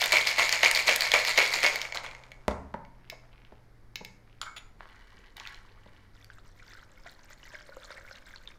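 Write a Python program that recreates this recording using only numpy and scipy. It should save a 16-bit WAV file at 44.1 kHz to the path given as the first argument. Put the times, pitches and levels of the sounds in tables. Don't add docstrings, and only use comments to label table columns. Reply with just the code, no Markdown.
import sys
import numpy as np
from scipy import signal
from scipy.fft import rfft, irfft, next_fast_len
from scipy.io import wavfile
from scipy.ndimage import uniform_filter1d, map_coordinates

SR = 44100
rng = np.random.default_rng(int(sys.argv[2]) if len(sys.argv) > 2 else 0)


def to_wav(sig):
    pcm = np.clip(np.atleast_2d(sig), -1, 1) * 32767
    pcm = np.round(pcm).astype(np.int16)
    wavfile.write(sys.argv[1], SR, pcm.T)


N = 378510

# f/Hz, width/Hz, level/dB
WALL_MODES = [(1800, 200, -6), (2044, 130, 4.5), (2322, 150, 7.5), (2209, 130, 9), (2700, 370, -1),
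              (3180, 1300, -12.5), (6700, 170, -11.5)]
LIQUID_MODES = [(455, 150, -3), (600, 140, 3), (884, 290, 2.5), (1060, 930, -0.5), (1500, 480, -1.5)]
ICE_MODES = [(2008, 310, 9), (3300, 1400, 3), (4280, 500, 9), (5000, 760, -0.5), (6860, 650, -1.5)]
CRACK_MODES = [(8100, 2800, -5), (11700, 960, -0.5), (13900, 1300, -3.5)]
WET_HIT_MODES = [(850, 670, 4), (1710, 990, 3), (3600, 1200, -3)]

WALL_WANDER_OCT, SLOSH_WANDER_OCT = 0.04, 0.14
CUTOFF_HZ = 16100


def shaking(shake_end_s=1.595, rebound_s=0.034, flight_s=0.028, wall_bend_oct=0.03, liquid_bend_oct=0.07):
    # t/s, level/dB, liquid's share/dB
    strokes = [(0.01, -24, 1), (0.12, -25, 1), (0.267, -27.5, -6), (0.379, -27, 3), (0.519, -30, 4),
               (0.627, -26, 1), (0.746, -26, -9), (0.871, -24.5, 0), (1.014, -32, 1.5), (1.132, -29, 5),
               (1.271, -28.5, 2), (1.373, -25, 2), (1.529, -30, 1.5), (1.628, -26, 0), (1.945, -37.5, 10.5),
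               (2.033, -46.5, 6)]
    lid_db, base_db = (-18, -8.5, 0.5), (3, -1.5, -1.5)
    rises_s, decays_s = (.007, .014, .003), (.039, .028, .019)
    t, age = np.arange(N) / SR, np.arange(SR // 2) / SR
    forces = np.zeros((3, N))
    for k, (s, db, slosh_db) in enumerate(strokes):
        shares_db = np.add(base_db if k % 2 else lid_db, [0, slosh_db, 0])
        for force, share_db, rise_s, decay_s in zip(forces, shares_db, rises_s, decays_s):
            crash = peaking((1 - np.exp(-age / rise_s)) * np.exp(-(age / decay_s) ** 2), db + share_db)
            add(force, s, crash)
            add(force, s + rebound_s, crash * from_db(-11))
    hits_s = [s for s, *_ in strokes]
    lull_db = -8 * sum(np.exp(-((t - s) / flight_s + 1) ** 2) for s in hits_s)
    resting_s = np.maximum(t - shake_end_s, 0)
    loose_ice = from_db(-31.5 + lull_db - 69 * resting_s)
    loose_liquid = from_db(-39.5 + lull_db - 31.5 * resting_s)
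    wall_gain, liquid_gain, ice_gain = np.hypot(forces, [loose_ice, loose_liquid, loose_ice])
    ice_gain *= spurts(per_s=56, depth_db=1)
    heavy = clicks(per_s=330, spread_db=14)
    light = clicks(per_s=340, spread_db=13) + .3 * heavy
    thump = rms_one(cut(rng.standard_normal(N), 200, "low")) * from_db(-27)
    swing = np.interp(t, hits_s, (-1) ** np.arange(len(strokes)))
    wall = rattle(heavy, WALL_MODES, scatter_db=8)
    wall = bent(wall, wall_bend_oct * swing + WALL_WANDER_OCT * wander(per_s=40))
    liquid = cut(rattle(heavy, LIQUID_MODES, scatter_db=6.5), 250, "high")
    liquid = bent(liquid, liquid_bend_oct * swing + SLOSH_WANDER_OCT * wander(per_s=12))
    ice = cut(rattle(light, ICE_MODES, scatter_db=6.5), 900, "high")
    ice = bent(ice, wall_bend_oct * swing)
    clatter = wall_gain * wall + liquid_gain * (liquid + thump) + ice_gain * ice
    chips = rattle(clicks(per_s=2200, spread_db=14), CRACK_MODES, scatter_db=5)
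    return cut(clatter, 9300, "low", order=3) + from_db(-17) * ice_gain * chips


def cubes(gain_db=-1, bounce_s=0.0008):
    # t/s, wall ring/dB, clink/dB, crack/dB
    hits = [(0.0394, -26.5, -21, -34.5), (0.0586, -25, -29, -31), (0.1211, -17.5, -24, -31.5),
            (0.17, -14, -27.5, -41), (0.2106, -28.5, -25, -45), (0.271, -24, -20.5, -41),
            (0.4928, -40.5, -21, -37), (0.5262, -29, -18.5, -43), (0.6322, -11, -19.5, -35),
            (0.6483, -16.5, -19, -37.5), (0.6595, -12.5, -28, -42), (0.7126, -24.5, -18, -26.5),
            (0.7601, -25.5, -25.5, -39), (0.7726, -23.5, -24, -44), (0.7901, -21, -36, -44.5),
            (0.8935, -16, -22, -38.5), (0.9606, -34.5, -23, -24.5), (1.0075, -31, -19.5, -33),
            (1.0675, -26.5, -43, -56.5), (1.1174, -22.5, -18, -36), (1.1384, -12, -28, -38.5),
            (1.1502, -20.5, -33, -43.5), (1.2498, -35.5, -24.5, -39), (1.3765, -16.5, -21.5, -37.5),
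            (1.3885, -16, -37, -37.5), (1.587, -28, -33, -50.5), (1.632, -23.5, -42, -47.5),
            (1.645, -16, -43, -45.5), (1.6635, -27.5, -16.5, -44), (1.7577, -27.5, -31, -37.5),
            (1.816, -46, -25.5, -45), (1.8516, -30.5, -54, -60), (1.9232, -30, -38, -63),
            (1.9725, -55, -27, -64), (2.0632, -38, -39.5, -64), (2.1121, -42, -46, -66),
            (2.1494, -40, -47, -77), (2.2367, -47, -53, -80), (2.3175, -42, -48, -64),
            (2.85, -51.5, -61, -87), (5.368, -63, -45, -54), (5.399, -49, -39, -65), (5.473, -49, -36, -60),
            (5.545, -52, -45.5, -73), (6.245, -62, -50, -59.5)]
    out = np.zeros(N)
    for s, wall_db, clink_db, crack_db in hits:
        bounce_at = int(bounce_s * rng.uniform(1, 2) * SR)
        touches = signal.unit_impulse(400) + from_db(-5) * signal.unit_impulse(400, bounce_at)
        ratio = 2 ** (WALL_WANDER_OCT * rng.normal())
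        own_mode = (rng.uniform(3400, 5000), 300, 8)
        clink = blow(detuned(ICE_MODES + [own_mode], ratio), size=2000)
        clink = cut(np.convolve(clink, touches), 7000, "low")
        splinters = rng.standard_normal(300) * np.exp(-np.arange(300) / 60)
        ring = blow(detuned(WALL_MODES, ratio), size=2000) + from_db(-6) * blow(LIQUID_MODES, size=2000)
        crack = np.convolve(blow(CRACK_MODES, size=400), splinters)
        for sound, db in (ring, wall_db), (clink, clink_db), (crack, crack_db):
            add(out, s, struck(sound, db + gain_db))
    return out


def counter_bumps(shudder_s=0.0091, tick_db=-12):
    # t/s, peak/dB, low-pass f/Hz, boom's share/dB, shudder's share/dB
    bumps = [(2.481, -10.5, 9050, 1.5, -13), (2.51, -28.5, 5950, -21.5, 4), (2.741, -24, 980, -9, -2.5),
             (3.123, -38, 1020, -11, 10), (3.522, -40.5, 865, 8, -1.5), (4.008, -37, 560, -13, 3.5),
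             (5.86, -44, 600, -3, -30)]
    # f/Hz, width/Hz, level/dB
    counter_modes = [(181, 26, 4), (270.7, 28, -2), (362, 80, -3), (455, 108, 4.5), (543, 72, 6.5),
                     (601, 82, 7), (877, 95, 2.5), (993, 79, 4), (1370, 370, -7), (1960, 220, -7.5),
                     (2780, 2800, -16), (5100, 7600, -23.5), (13400, 3300, -34)]
    boom_modes = [(64.6, 14, 8)]
    out, age = np.zeros(N), np.arange(SR // 10) / SR
    for s, db, bright_hz, boom_db, shudder_db in bumps:
        shudder = rng.standard_normal(len(age)) * np.exp(-age / shudder_s)
        shudder *= from_db(shudder_db) / np.linalg.norm(shudder)
        ring = blow(counter_modes) + from_db(boom_db) * blow(boom_modes)
        knock = signal.fftconvolve(ring, signal.unit_impulse(len(age)) + shudder)
        knock = peaking(knock, 0) + from_db(tick_db) * signal.unit_impulse(len(knock))
        add(out, s, peaking(cut(knock, bright_hz, "low", order=1), db))
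    return out


def cap(slip_s=.0023, slip_db=-5):
    # t/s, peak/dB
    snaps = [(3.0994, -24), (3.9571, -20.5), (4.0485, -27)]
    # t/s, peak/dB, hollow note's share/dB, chatter length/s
    landings = [(4.415, -20.5, -5.5, 0.001), (4.42, -30, -9, 0.018), (4.454, -37.5, -4, 0.014),
                (4.465, -33, 9, 0.016), (4.564, -33, -16, 0.004), (4.568, -33, -20, 0.014)]
    # f/Hz, width/Hz, level/dB
    neck_modes = [(240, 70, -9), (750, 600, -15), (1750, 500, -5), (2200, 420, 2), (2900, 600, -2),
                  (3400, 400, -3), (3880, 400, 0), (4730, 350, -4), (5200, 300, -3), (6650, 700, -12),
                  (11800, 1400, -18), (13800, 800, -14), (15000, 1000, -19)]
    steel_modes = [(600, 500, -18), (2200, 500, -14), (3300, 400, -10), (3680, 250, -9), (4500, 1200, -20),
                   (6930, 90, -12), (7040, 160, -17), (10350, 44, -17), (11050, 40, -24), (14000, 120, -26),
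                   (15230, 60, -25)]
    hollow_modes = [(740, 240, -27), (1310, 220, 7), (1500, 430, 2.5), (2040, 400, -4.5), (2205, 55, 4.5)]
    out = np.zeros(N)
    for s, db in snaps:
        add(out, s, peaking(blow(neck_modes), db))
        add(out, s + slip_s, peaking(blow(neck_modes), db + slip_db))
    for s, db, hollow_db, chatter_s in landings:
        ring = blow(steel_modes) + from_db(hollow_db) * blow(hollow_modes)
        add(out, s, peaking(signal.fftconvolve(ring, burst(chatter_s, per_s=1400)), db))
    return out


def pouring(splash_db=-5.5, spatter_db=-9, gurgle_db=-59.5, gurgle_growth=1.9):
    # t/s, level/dB
    stream = [(6.1, -64), (6.6, -57.5), (6.95, -53.5), (7.35, -55.5), (7.95, -48.5), (8.3, -54.5),
              (8.58, -55)]
    # f/Hz, level/dB
    splash_colour = [(410, -36), (700, -3.5), (1140, -1), (1560, 5.5), (2220, 0.5), (2560, -7.5),
                     (3640, -4.5), (7200, -12), (10100, -26), (15000, -19.5), (16000, -36)]
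    # t/s, peak/dB, f/Hz
    gulps = [(7.061, -41.5, 690), (7.306, -49, 592), (7.539, -41.5, 610), (7.692, -40, 555),
             (7.769, -34.5, 534), (7.906, -38.5, 557), (7.957, -45.5, 570), (8.112, -46, 566)]
    # f/Hz, width/Hz, level/dB
    cavity_modes = [(562, 50, 7.5), (670, 40, -16.5), (915, 500, -13), (1450, 170, -10.5)]
    flow_db, = in_time(stream)
    flow = from_db(flow_db) * spurts(per_s=45, depth_db=4)
    bubbles = grains(clicks(per_s=420, spread_db=24), 900, 15000, sharpness=16, count=30)
    spatter = grains(clicks(per_s=1400, spread_db=17), 750, 15000, sharpness=7)
    splash = from_db(splash_db) * coloured(bubbles, splash_colour)
    splash += from_db(spatter_db) * coloured(spatter, splash_colour)
    gurgle = rattle(clicks(per_s=70, spread_db=8.5), cavity_modes, scatter_db=0)
    gurgle = bent(gurgle, SLOSH_WANDER_OCT * wander(per_s=25))
    gurgle *= from_db(gurgle_db + gurgle_growth * (flow_db - flow_db.max()))
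    for s, db, hz in gulps:
        pocket = detuned(cavity_modes, hz / cavity_modes[0][0])
        add(gurgle, s, peaking(cut(blow(pocket), 2000, "low"), db))
    return flow * splash + gurgle


def plops(gain_db=-3, spray_s=0.022, spray_fade_db=-5, spray_count=7):
    # t/s, level/dB, bubble f/Hz, spray's share/dB
    drops = [(6.301, -35, 1560, -21.5), (6.384, -41, 1320, -12.5), (6.624, -42, 1460, -10),
             (6.829, -41, 1450, -13), (7.064, -38.5, 1500, -12), (7.306, -44.5, 1320, -10),
             (7.431, -38.5, 2910, -10), (7.551, -38.5, 1900, -9.5), (7.609, -39.5, 1500, -9),
             (7.905, -37, 1565, -2), (7.98, -34, 1910, -19), (8.111, -34, 1490, -10), (8.36, -35, 4200, -9),
             (8.475, -29, 3600, -23)]
    out = np.zeros(N)
    for s, db, hz, spray_db in drops:
        splat = np.convolve(blow(WET_HIT_MODES, size=400), burst(.007, per_s=1200))
        add(out, s, peaking(bubble(hz, ring_s=0.0016), db))
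        add(out, s, peaking(cut(splat, 6000, "low"), db + spray_db / 2))
        for late, pitch in rng.random((spray_count, 2)):
            small = bubble(2900 * (7200 / 2900) ** pitch, ring_s=0.0011)
            add(out, s + late * spray_s, peaking(small, db + spray_db + late * spray_fade_db))
    return from_db(gain_db) * out


def bubble(hz, ring_s):
    age = np.arange(SR // 20) / SR
    return np.sin(2 * np.pi * hz * age * (1 + age)) * np.exp(-age / ring_s) * (1 - np.exp(-age * hz))


def submerged_knocks(dull_hz=1800):
    # t/s, peak/dB
    knocks = [(4.807, -30), (4.856, -37.5)]
    out = np.zeros(N)
    for s, db in knocks:
        add(out, s, peaking(cut(blow(WET_HIT_MODES), dull_hz, "low"), db))
    return out


def sliding_ice(tick_db=-6, scrape_db=-4):
    # t/s, length/s, level/dB
    slides = [(4.79, 0.48, -58.5), (5.36, 0.15, -47.5), (5.52, 0.525, -62.5)]
    # f/Hz, level/dB
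    tick_colour = [(400, 3), (600, -11), (1100, 2.5), (2000, 0), (6800, -18), (16000, -40)]
    # f/Hz, width/Hz, level/dB
    shell_modes = [(860, 71, -1), (1120, 21, 6), (1320, 210, -10), (1550, 270, 2), (1950, 160, 5),
                   (2290, 59, 2.5), (2940, 210, -1.5), (4200, 1260, -9)]
    ticks = coloured(grains(clicks(per_s=300, spread_db=28), 400, 14840, sharpness=7), tick_colour)
    scrape = rattle(clicks(per_s=1500, spread_db=35), shell_modes, scatter_db=-2.5)
    movement = swells(slides, attack_s=0.0023, release_db_per_s=151)
    return movement * (from_db(tick_db) * ticks + from_db(scrape_db) * scrape)


def fingers():
    # t/s, length/s, level/dB
    rubs = [(2.93, 0.37, -67.5), (3.3, 0.2, -66), (4.23, 0.16, -73.5)]
    ticks = grains(clicks(per_s=750, spread_db=41.5), 680, 2830, sharpness=3.4, count=8)
    return swells(rubs, attack_s=0.044, release_db_per_s=167) * rms_one(cut(ticks, 4600, "low", order=4))


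def kitchen(x, build_s=0.0028, top_db=-4, bands=9):
    # f/Hz, t60/s
    decay_times = [(150, 0.97), (500, 0.33), (1200, 0.7), (3000, 0.14), (7000, 0.46), (15000, 0.047)]
    age, tail = np.arange(SR * 3 // 4) / SR, 0
    edges = np.geomspace(40, 19000, bands + 1)
    for low, high in zip(edges, edges[1:]):
        hz = np.sqrt(low * high)
        bandpass = signal.butter(2, [low, high], "band", fs=SR, output="sos")
        band = signal.sosfilt(bandpass, rng.standard_normal(len(age)))
        tail += band * from_db(-60 * age / at_hz(decay_times, hz) + top_db * hz / CUTOFF_HZ)
    tail *= 1 - np.exp(-(age / build_s) ** 2)
    return signal.fftconvolve(x, tail / np.linalg.norm(tail))[:N]


def room_tone(hush_db=-54.5, hum_gain_db=-1):
    # f/Hz, level/dB
    hush_colour = [(20, 7), (38, 5), (75, -7.5), (160, -11), (310, -15), (1000, -23), (2100, -24.5),
                   (2600, -35.5), (5000, -35), (7500, -44.5), (12500, -44), (16000, -56)]
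    # t/s, f/Hz, level/dB
    hum_curve = [(0, 108.4, -60), (2.3, 126.8, -61.5), (4.3, 111, -62), (5, 95.8, -68.5),
                 (6.3, 102.9, -59.5), (7.2, 93.3, -70), (8.58, 93.5, -70)]
    hum_hz, hum_db = in_time(hum_curve)
    hum = np.sqrt(2) * np.sin(2 * np.pi * np.cumsum(hum_hz) / SR) * from_db(hum_db + hum_gain_db)
    return from_db(hush_db) * coloured(rng.standard_normal(N), hush_colour) + hum


def blow(modes, size=16000):
    click = signal.unit_impulse(size)
    scatter_db = rng.uniform(-3, 3, len(modes))
    return sum(resonate(click, hz, width) * from_db(db + scatter_db[k]) * (-1) ** k
               for k, (hz, width, db) in enumerate(modes))


def rattle(contacts, modes, scatter_db):
    at, out = np.flatnonzero(contacts), 0
    for k, (hz, width, db) in enumerate(modes):
        drive = contacts.copy()
        drive[at] *= from_db(db + scatter_db * rng.uniform(-3.5, 1, N)[at])
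        out += resonate(drive, hz, width) * (-1) ** k
    return rms_one(out)


def grains(contacts, low_hz, high_hz, sharpness, count=24):
    dealt = rng.integers(0, count, N)
    rings = (resonate(contacts * (dealt == k), hz, hz / sharpness)
             for k, hz in enumerate(np.geomspace(low_hz, high_hz, count)))
    return rms_one(sum(rings))


def clicks(per_s, spread_db):
    late, size, sign = rng.random((3, N))[:, :int(per_s * N / SR)]
    at = ((np.arange(len(late)) + late) * SR / per_s).astype(int)
    out = np.zeros(N)
    out[np.minimum(at, N - 1)] = from_db(-spread_db * np.sqrt(size)) * np.sign(sign - .5)
    return out


def burst(length_s, per_s):
    age = np.arange(SR // 20) / SR
    chance, size = rng.random(len(age)), rng.uniform(-1.63, 1, len(age))
    return signal.unit_impulse(len(age)) + (chance < per_s / SR) * size * (age < length_s)


def resonate(x, hz, width):
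    r = np.exp(-np.pi * width / SR)
    feedback = [1, -2 * r * np.cos(2 * np.pi * hz / SR), r * r]
    return signal.lfilter(np.array([1, 0, -1]) * (1 - r * r) / 2, feedback, x + 1e-18)


def detuned(modes, ratio):
    return [(hz * ratio, width, db) for hz, width, db in modes]


def bent(x, octaves):
    x = map_coordinates(x, [np.cumsum(2 ** octaves)], order=3, mode="mirror")
    return x / np.sqrt(np.maximum(uniform_filter1d(x * x, size=700), 1e-6))


def wander(per_s, lowest=-1):
    return np.interp(np.arange(N) * per_s / SR, np.arange(N), rng.uniform(lowest, 1, N))


def spurts(per_s, depth_db):
    return rms_one(from_db(depth_db * wander(per_s, lowest=-3.8)))


def swells(rows, attack_s, release_db_per_s):
    t, gain = np.arange(N) / SR, 0
    for s, length, db in rows:
        attack = np.clip((t - s) / attack_s, 0, 1)
        gain += attack * from_db(db - release_db_per_s * np.maximum(t - s - length, 0))
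    return gain


def cut(x, hz, kind, order=2):
    return signal.sosfilt(signal.butter(order, hz, kind, fs=SR, output="sos"), x)


def coloured(x, spectrum):
    size = next_fast_len(N)
    hz = np.maximum(np.fft.rfftfreq(size, 1 / SR), 1)
    return rms_one(irfft(rfft(x, size) * from_db(at_hz(spectrum, hz)), size)[:N])


def at_hz(points, hz):
    points_hz, values = np.transpose(points)
    return np.interp(np.log(hz), np.log(points_hz), values)


def in_time(rows, outside=-120):
    s, *columns = np.transpose(rows)
    return [np.interp(np.arange(N) / SR, s, column, outside, outside) for column in columns]


def from_db(db):
    return 10 ** (np.asarray(db) / 20)


def rms_one(x):
    return x / np.sqrt(np.mean(x ** 2) + 1e-20)


def peaking(x, db):
    return x * from_db(db) / np.abs(x).max()


def struck(x, db):
    return from_db(db) * x / np.sqrt(np.mean(x[:SR // 250] ** 2))


def add(out, s, sound):
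    start = round(s * SR)
    out[start:start + len(sound)] += sound[:N - start]


def scene():
    shaker = shaking() + cubes() + fingers() + sliding_ice() + submerged_knocks()
    bumps, lid, glass = counter_bumps(), cap(), pouring() + plops()
    to_room = from_db(-10) * shaker + from_db(-10.5) * bumps + from_db(-8.5) * lid
    to_room += from_db(-14.5) * glass
    return (shaker + bumps + lid + glass + kitchen(to_room) + room_tone())[None]


def record(dry):
    rounded = .65 * np.tanh(dry / .65)
    return signal.sosfilt(signal.ellip(10, .1, 80, CUTOFF_HZ, fs=SR, output="sos"), rounded)


dry = scene()
out = record(dry)
to_wav(out)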